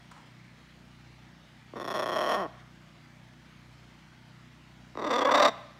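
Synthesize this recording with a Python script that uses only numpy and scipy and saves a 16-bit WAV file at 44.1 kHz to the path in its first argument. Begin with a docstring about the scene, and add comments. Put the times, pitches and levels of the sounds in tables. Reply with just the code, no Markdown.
"""An appliance motor hums over a soft hiss of air in a quiet wood-panelled room that echoes faintly.
Right at the start, something taps lightly. At 1.7 s a macaw close by gives a harsh, growling squawk:
its voice box (the syrinx) slaps open and shut in short rattles, and each slap rings the throat and
beak and sinks in pitch. Near 5 s comes a louder, faster squawk that breaks into brief clear squeaks."""
import sys
import numpy as np
from scipy import signal
from scipy.fft import rfft, irfft
from scipy.io import wavfile
from scipy.ndimage import uniform_filter1d

SR = 44100
rng = np.random.default_rng(int(sys.argv[2]) if len(sys.argv) > 2 else 0)


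def persist_wave(psi):
    """Save psi, clipped to +-1, as 16-bit WAV."""
    counts = np.round(np.clip(psi, -1, 1) * 32767).astype(np.int16)
    wavfile.write(sys.argv[1], SR, np.atleast_2d(counts).T)


N = 255339


def from_db(db):
    """Turns decibels into a number to multiply a sound by."""
    return 10 ** (np.asarray(db) / 20)


def unit(x):
    """Scales a signal to an average strength (rms) of 1."""
    return x / np.sqrt(np.mean(x ** 2) + 1e-20)


def look_up(table, hz):
    """Reads between a table's rows, with pitch spaced in octaves."""
    row_hz, value = np.transpose(table)
    return np.interp(np.log(hz + 1), np.log(row_hz + 1), value)


def add(mix, start_s, sound):
    """Mixes a sound in at the given time."""
    part = mix[max(round(start_s * SR), 0):][:len(sound)]
    part += sound[:len(part)]


def noise(colour, size):
    """Noise with the given colour, or balance of low and high pitches."""
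    gain = from_db(look_up(colour, np.fft.rfftfreq(size, 1 / SR)))
    return unit(irfft(rfft(rng.standard_normal(size)) * gain, size))


def drift(rate_hz):
    """A smooth random wander, mostly slower than rate_hz."""
    hz = np.fft.rfftfreq(N, 1 / SR)
    return unit(irfft(rfft(rng.standard_normal(N)) * np.exp(-(hz / rate_hz) ** 2), N))


# Tones of the motor shaft and the mains power: multiple_of_base_pitch, level_db
SHAFT_TONES = [(2, -77.5), (4, -61), (5, -62), (6, -66.5), (7, -67), (8, -69), (9, -76.5), (11, -72)]
MAINS_TONES = [(1, -66), (2, -67.5), (3, -68.5), (4, -72.5), (5, -76)]

def motor_hum(shaft_hz=30.55, mains_hz=60.33):
    """Tones from a slightly wavering motor shaft throb against the mains hum."""
    out = np.zeros(N)
    for base_hz, tones, waver in ((shaft_hz, SHAFT_TONES, .003), (mains_hz, MAINS_TONES, .0005)):
        turns = np.cumsum(base_hz * (1 + waver * drift(1.46))) / SR
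        for multiple, level_db in tones:
            height = np.sqrt(2) * from_db(level_db + 0.7 * drift(1.9))
            out += height * np.sin(2 * np.pi * (multiple * turns + rng.random()))
    return out


# Colours of the air's hiss and rumble: pitch_hz, gain_db
HISS_COLOUR = [(240, -16), (400, -6.5), (511, -5.5), (586, -1.5), (873, -1), (1120, -4), (1190, -2),
               (2150, -1), (2510, -5.5), (3010, -5), (5650, -14), (10300, -27.5), (15500, -34.5)]
RUMBLE_COLOUR = [(15, -25), (45, -2.5), (120, 6), (240, 3), (340, 1.5), (430, -12), (600, -36.5)]

def air(hiss_db=-59.5, rumble_db=-64):
    """A soft hiss with drifting louder and quieter patches, over a low rumble."""
    bands = signal.stft(noise(HISS_COLOUR, N), nperseg=1024, noverlap=768)[2]
    patches = uniform_filter1d(rng.standard_normal(bands.shape), size=7, axis=0)  # smooth over pitch
    patches = unit(uniform_filter1d(patches, size=22, axis=1))  # and over time
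    hiss = signal.istft(bands * from_db(1.8 * patches), nperseg=1024, noverlap=768)[1][:N]
    return from_db(hiss_db + .5 * drift(36)) * unit(hiss) + from_db(rumble_db) * noise(RUMBLE_COLOUR, N)


# Light taps: start_s, level_db
TAPS = [(0.113, -46), (0.117, -45.5), (0.165, -53), (0.178, -53)]
# Colour of a tap: pitch_hz, gain_db
TAP_COLOUR = [(200, -20), (600, 4), (1050, 7), (1800, -1.5), (3000, -15), (7500, -14), (12000, -32),
              (16000, -32)]

def taps():
    """Small dry knocks: bursts of noise that die away almost at once."""
    out, t = np.zeros(N), np.arange(4096) / SR
    fade = np.exp(-t / 0.0034) + 0.15 * np.exp(-t / .022)
    for start_s, level_db in TAPS:
        add(out, start_s, from_db(level_db) * noise(TAP_COLOUR, len(t)) * fade)
    return out


# Time the echo takes to fall by 60 dB: pitch_hz, fade_s
ECHO_FADE = [(120, 1), (250, 0.98), (660, 0.71), (1740, 0.85), (4590, 0.71), (12000, 1)]
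# Colour of the echo: pitch_hz, gain_db
ECHO_COLOUR = [(120, 8.5), (300, -15), (480, -3.5), (600, 5), (800, 1.5), (1200, 1), (3500, 1.5),
               (5500, -3.5), (8000, -4), (14000, -6)]
# Bounces off close surfaces: delay_s, gain_db
BOUNCES = [(.0034, -44), (.0061, -21), (.0083, -18), (0.0097, -32.5), (0.0137, -23), (0.0183, -36)]

def room_echo(sound, bounce_db, tail_db, bloom_db):
    """A few close bounces, a quick bloom of echoes off the furniture, then a fading tail."""
    t = np.arange(SR) / SR
    scatter = rng.standard_normal(SR) * (rng.random(SR) < .2)
    scatter *= np.clip((t - .005) / .008, 0, 1)  # echoes take a moment to arrive
    hz, age_s, bands = signal.stft(scatter, SR, nperseg=256)
    gain_db = look_up(ECHO_COLOUR, hz)[:, None] - 60 * age_s / look_up(ECHO_FADE, hz)[:, None]
    tail = signal.istft(bands * from_db(gain_db), SR, nperseg=256)[1][:SR]
    echo = from_db(tail_db + bloom_db * np.exp(-t / 0.015)) * tail / np.linalg.norm(tail)
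    for delay_s, db in BOUNCES:
        add(echo, delay_s, from_db(bounce_db + db) * np.array([1, 2, 1]) / 4)  # a softened click
    return signal.oaconvolve(sound, echo)[:N]


def bump(hz, centre_hz, half_width_hz, db):
    """A hill of extra level around a pitch that rings."""
    return db / (1 + ((hz - centre_hz) / half_width_hz) ** 2)


def ring_after_hit(db):
    """Turns each row of dB gains into a filter that rings after a hit, never before it."""
    log_gain = np.concatenate([db, db[:, -2:0:-1]], axis=1) * np.log(10) / 20
    return np.exp(np.conj(signal.hilbert(log_gain, axis=1)))[:, :db.shape[1]]


def slap_times(slaps, rate_hz, fastest_at, slowing):
    """Slaps come fastest partway through a rattle and slow down as its air runs out."""
    progress = (np.arange(slaps - 1) + .5) / max(slaps - 1, 1)
    gaps = np.exp(slowing * (progress - fastest_at) ** 2)
    return np.append(0, np.cumsum(gaps) / gaps.sum() * (slaps - 1) / rate_hz)


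def squawk(rattles, hardness, mouth, slap_colour, windpipe, *, throat_db, throat_width_hz,
           beak_db, beak_width_hz, muffle_db, voiced_db, strongest_at, swell, uneven_db, bite, thump,
           fastest_at, slowing, jitter, sink_s, sink_hz, rasp):
    """The voice box rattles; each slap rings the airway, and a harder one is sharper and fuller."""
    size, lead_s, puff_s = 2048, .002, .0008
    out, hz, t = np.zeros(N), np.fft.rfftfreq(size, 1 / SR), np.arange(size) / SR
    mouth_s, throat_hz, beak_hz = np.transpose(mouth)
    treble = hz ** 3 / (hz ** 3 + 2000 ** 3)
    fade = signal.windows.tukey(size, .06)
    # the low notes of a slap come last, so each one is a tiny falling chirp
    sink = np.exp(2j * np.pi * (sink_s * sink_hz * np.exp(-hz / sink_hz) - hz * lead_s))
    loudest_db = max(row[3] for row in rattles)
    for start_s, slaps, rate_hz, level_db in rattles:
        late, force, wobble = rng.standard_normal((3, slaps, 1))
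        mid_hardness_db = np.interp(start_s + (slaps - 1) / rate_hz / 2, *np.transpose(hardness))
        rough = np.clip(1.44 + mid_hardness_db / 10, .45, 1)  # soft slaps run evenly, like a voice
        offset_s = slap_times(slaps, rate_hz, fastest_at, rough ** 2 * slowing)[:, None]
        slap_s = start_s + offset_s
        hard_db = np.interp(slap_s, *np.transpose(hardness))
        opening = np.clip(1 + 0.043 * (level_db - loudest_db), .2, 1)  # louder means a wider beak
        # the force swells and ebbs through the rattle
        progress = (np.arange(slaps)[:, None] + .5) / slaps
        force_db = rough * (uneven_db * force - swell * (progress - strongest_at) ** 2)
        force_db -= force_db.mean()
        # each slap jolts the airway a little out of tune
        jolted_hz = hz * (1 + .005 * rough * wobble)
        throat_now_hz = np.interp(slap_s, mouth_s, throat_hz) * (1 + 0.038 * rough * wobble)
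        beak_now_hz = np.interp(slap_s, mouth_s, beak_hz) * (1 + 0.018 * rough * late)
        db = look_up(slap_colour, hz) + sum(bump(jolted_hz, *peak) for peak in windpipe)
        db += force_db + treble * (hard_db + bite * force_db)
        db += bump(hz, 280, 110, thump * force_db)
        db += bump(hz, throat_now_hz, throat_width_hz, throat_db * opening)
        db += bump(hz, beak_now_hz, beak_width_hz * (.6 + .55 * opening), beak_db)
        db += bump(hz, rate_hz, 45, voiced_db * (1 - rough))  # even slaps have a fuller lowest note
        db += bump(hz, 293, 240, muffle_db * (1 - opening))  # a half-shut beak favours low notes
        # a puff of swirling air follows each slap
        puff = rasp * rng.standard_normal((slaps, size)) * t / puff_s * np.exp(1 - t / puff_s)
        rings = fade * irfft(ring_after_hit(db) * sink * (1 + treble * rfft(puff)), size)
        rattle = np.zeros(round(offset_s.max() * SR) + 2 * size)
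        uneven_s = offset_s + rough * jitter * late / rate_hz
        for ring_s, ring in zip(uneven_s.ravel(), rings):
            add(rattle, ring_s, ring)
        power = np.sum(rattle ** 2) / (slaps / rate_hz * SR)
        add(out, start_s - lead_s, from_db(level_db) * rattle / np.sqrt(power))
    return out


# Rattles of the voice box in each squawk: start_s, slap_count, slap_rate_hz, level_db
FIRST_RATTLES = [(1.7355, 1, 140, -39.5), (1.757, 7, 201.2, -38.5), (1.7993, 1, 140, -35),
                 (1.8088, 4, 156, -37), (1.844, 3, 113.7, -37.5), (1.8768, 3, 151.2, -33),
                 (1.903, 5, 172.6, -33), (1.9408, 8, 175.2, -31), (1.9912, 4, 159.5, -29.5),
                 (2.0226, 4, 163.1, -30), (2.0592, 3, 117.3, -31.5), (2.0872, 4, 154.3, -31),
                 (2.1185, 6, 151.7, -31), (2.1593, 4, 183.8, -27), (2.1846, 3, 169.7, -28),
                 (2.2066, 4, 154, -28), (2.2343, 4, 150.5, -30), (2.2617, 4, 142.9, -29),
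                 (2.2898, 4, 199.2, -26.5), (2.3116, 5, 201.1, -26.5), (2.337, 6, 201, -27),
                 (2.3672, 14, 190.8, -31), (2.4412, 4, 152, -35.5)]
SECOND_RATTLES = [(4.953, 1, 140, -40.5), (4.9733, 1, 140, -32.5), (4.986, 5, 213.6, -34.5),
                  (5.0123, 5, 194.4, -34), (5.038, 5, 221.5, -30.5), (5.0595, 9, 293.3, -30.5),
                  (5.091, 2, 223, -33.5), (5.1012, 6, 250, -26.5), (5.1259, 6, 239.8, -26),
                  (5.151, 6, 239, -26.5), (5.1758, 7, 256.3, -26.5), (5.2066, 8, 280.6, -25.5),
                  (5.2475, 5, 265.5, -23.5), (5.266, 5, 272, -30), (5.285, 5, 253, -32.5),
                  (5.3082, 6, 255.3, -22), (5.3389, 8, 282, -20.5), (5.369, 6, 239.1, -24.5),
                  (5.394, 4, 254, -21.5), (5.4174, 7, 287, -20), (5.4435, 7, 268.3, -19.5),
                  (5.4705, 6, 223, -26)]
# How hard and bright the slaps are: time_s, treble_gain_db
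FIRST_HARDNESS = [(1.735, -31), (1.761, -7.5), (1.801, 0.5), (1.88, 3), (2.1, -0.5), (2.345, -0.5),
                  (2.38, -7.5), (2.43, -10.5), (2.455, -16)]
SECOND_HARDNESS = [(4.953, -2), (5.03, -3), (5.11, 4.5), (5.29, 2), (5.37, 6.5), (5.48, 7.5)]
# Ringing pitches that move with tongue and beak: time_s, throat_hz, beak_hz
FIRST_MOUTH = [(1.73, 587, 3600), (1.9, 660, 3360), (2.03, 600, 3350), (2.17, 640, 3210), (2.33, 654, 3200),
               (2.47, 686, 3110)]
SECOND_MOUTH = [(4.95, 583, 3790), (5.1, 563, 3570), (5.25, 557, 3390), (5.35, 644, 3660),
                (5.43, 642, 3734), (5.5, 630, 3720)]
# Colour of one slap: pitch_hz, gain_db
FIRST_SLAP = [(60, -23), (130, -19), (200, -7), (350, -1), (900, -4), (1500, -9), (2300, -16.5),
              (3800, -25), (4700, -27.5), (6400, -26), (7600, -38.5), (12000, -42.5), (15500, -45)]
SECOND_SLAP = [(60, -69), (150, -17.5), (290, 1.5), (420, 1), (850, 2), (1500, -7.5), (2400, -16),
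               (3100, -19), (5200, -25.5), (6600, -43), (8400, -41.5), (9500, -50), (15500, -50)]
# Steady peaks (+) and dips (-) of windpipe and mouth: pitch_hz, half_width_hz, gain_db
FIRST_WINDPIPE = [(1091, 94, 14.5), (1380, 150, 6.5), (1869, 93, 14.5), (2605, 64, 11.5), (2670, 71, -6),
                  (4200, 110, 12.5), (5090, 190, 9.5), (5525, 118, 18.5), (6830, 190, 10.5),
                  (7140, 180, -8), (8180, 160, 13), (9640, 120, 20), (10800, 150, 19.5), (11930, 320, 20),
                  (12700, 200, -16), (13250, 180, 10), (14500, 220, 13)]
SECOND_WINDPIPE = [(1042, 93, 11), (1222, 78, 12.5), (1593, 63, 7), (2000, 137, 13), (2640, 100, 4),
                   (3080, 84, -2.5), (4620, 130, 7.5), (5800, 180, 14), (7160, 1010, 15), (8530, 120, 6),
                   (10200, 260, 7), (12400, 450, 7), (13800, 450, 10)]

def macaw_squawks():
    """A slow, croaking squawk that softens into a groan, then a louder and faster one."""
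    first = squawk(
        FIRST_RATTLES, FIRST_HARDNESS, FIRST_MOUTH, FIRST_SLAP, FIRST_WINDPIPE,
        throat_db=16.5, throat_width_hz=80, beak_db=21, beak_width_hz=174, muffle_db=21.5, voiced_db=9,
        strongest_at=0.46, swell=10, uneven_db=0.63, bite=0.55, thump=.3,
        fastest_at=0.2215, slowing=1.1, jitter=0.022, sink_s=0.0043, sink_hz=662, rasp=.045)
    second = squawk(
        SECOND_RATTLES, SECOND_HARDNESS, SECOND_MOUTH, SECOND_SLAP, SECOND_WINDPIPE,
        throat_db=16, throat_width_hz=62, beak_db=18, beak_width_hz=160, muffle_db=19.5, voiced_db=10,
        strongest_at=0.53, swell=19, uneven_db=0.67, bite=2.96, thump=2,
        fastest_at=.35, slowing=.25, jitter=.07, sink_s=0.00403, sink_hz=690, rasp=.065)
    return first + second


# Squeaks in the second squawk: start_s, length_s, start_pitch_hz, level_db
SQUEAKS = [(5.224, 0.018, 431, -29.5), (5.246, 0.016, 575, -26.5), (5.262, 0.0316, 568, -24),
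           (5.287, 0.019, 437.5, -22), (5.336, .015, 593, -24.5), (5.362, 0.023, 582, -23.5),
           (5.379, 0.0167, 455, -23.5), (5.393, 0.025, 663, -22), (5.41, 0.024, 662, -23.5),
           (5.442, 0.044, 663.5, -26.5)]
# Colour the throat gives a squeak: pitch_hz, gain_db
SQUEAK_COLOUR = [(400, -18), (580, 1), (800, 4), (1150, -2.5), (1650, -10), (2100, -17.5), (2800, -26.5),
                 (3600, -28), (4500, -54), (6000, -41)]

def macaw_squeaks(end_hz=591.4, dip=0.054, waver=0.025, harmonics=10):
    """The voice box breaks into short clear tones that dip as they glide to one shared pitch."""
    out, multiple = np.zeros(N), np.arange(1, harmonics + 1)[:, None]
    for start_s, length_s, start_hz, level_db in SQUEAKS:
        progress = np.linspace(0, 1, round(length_s * SR))
        tremble = unit(uniform_filter1d(rng.standard_normal(len(progress)), size=90))
        glide_hz = start_hz + (end_hz - start_hz) * progress
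        hz = glide_hz * (1 - dip * np.sin(np.pi * progress)) * (1 + waver * tremble)
        turns = multiple * np.cumsum(hz) / SR + rng.random((harmonics, 1))
        tones = from_db(look_up(SQUEAK_COLOUR, multiple * hz)) * np.sin(2 * np.pi * turns)
        fade = signal.windows.tukey(len(progress), .5)
        add(out, start_s, from_db(level_db) * unit(tones.sum(axis=0)) * fade)
    return out


def scene():
    """The room's steady sound, the taps farther off, then the bird close by."""
    background = motor_hum() + air()
    knocks = taps()
    far = knocks + room_echo(knocks, bounce_db=8, tail_db=-2, bloom_db=-5)
    bird = macaw_squawks() + macaw_squeaks()
    near = bird + room_echo(bird, bounce_db=-2, tail_db=-21.5, bloom_db=9)
    return (background + far + near)[None]


def record(dry):
    """Cuts away the very highest treble."""
    cutoff_hz = 15800
    low_pass = signal.firwin(511, cutoff_hz, window=("kaiser", 9), fs=SR)
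    return signal.oaconvolve(dry, low_pass[None], "same")


dry = scene()
out = record(dry)
persist_wave(out)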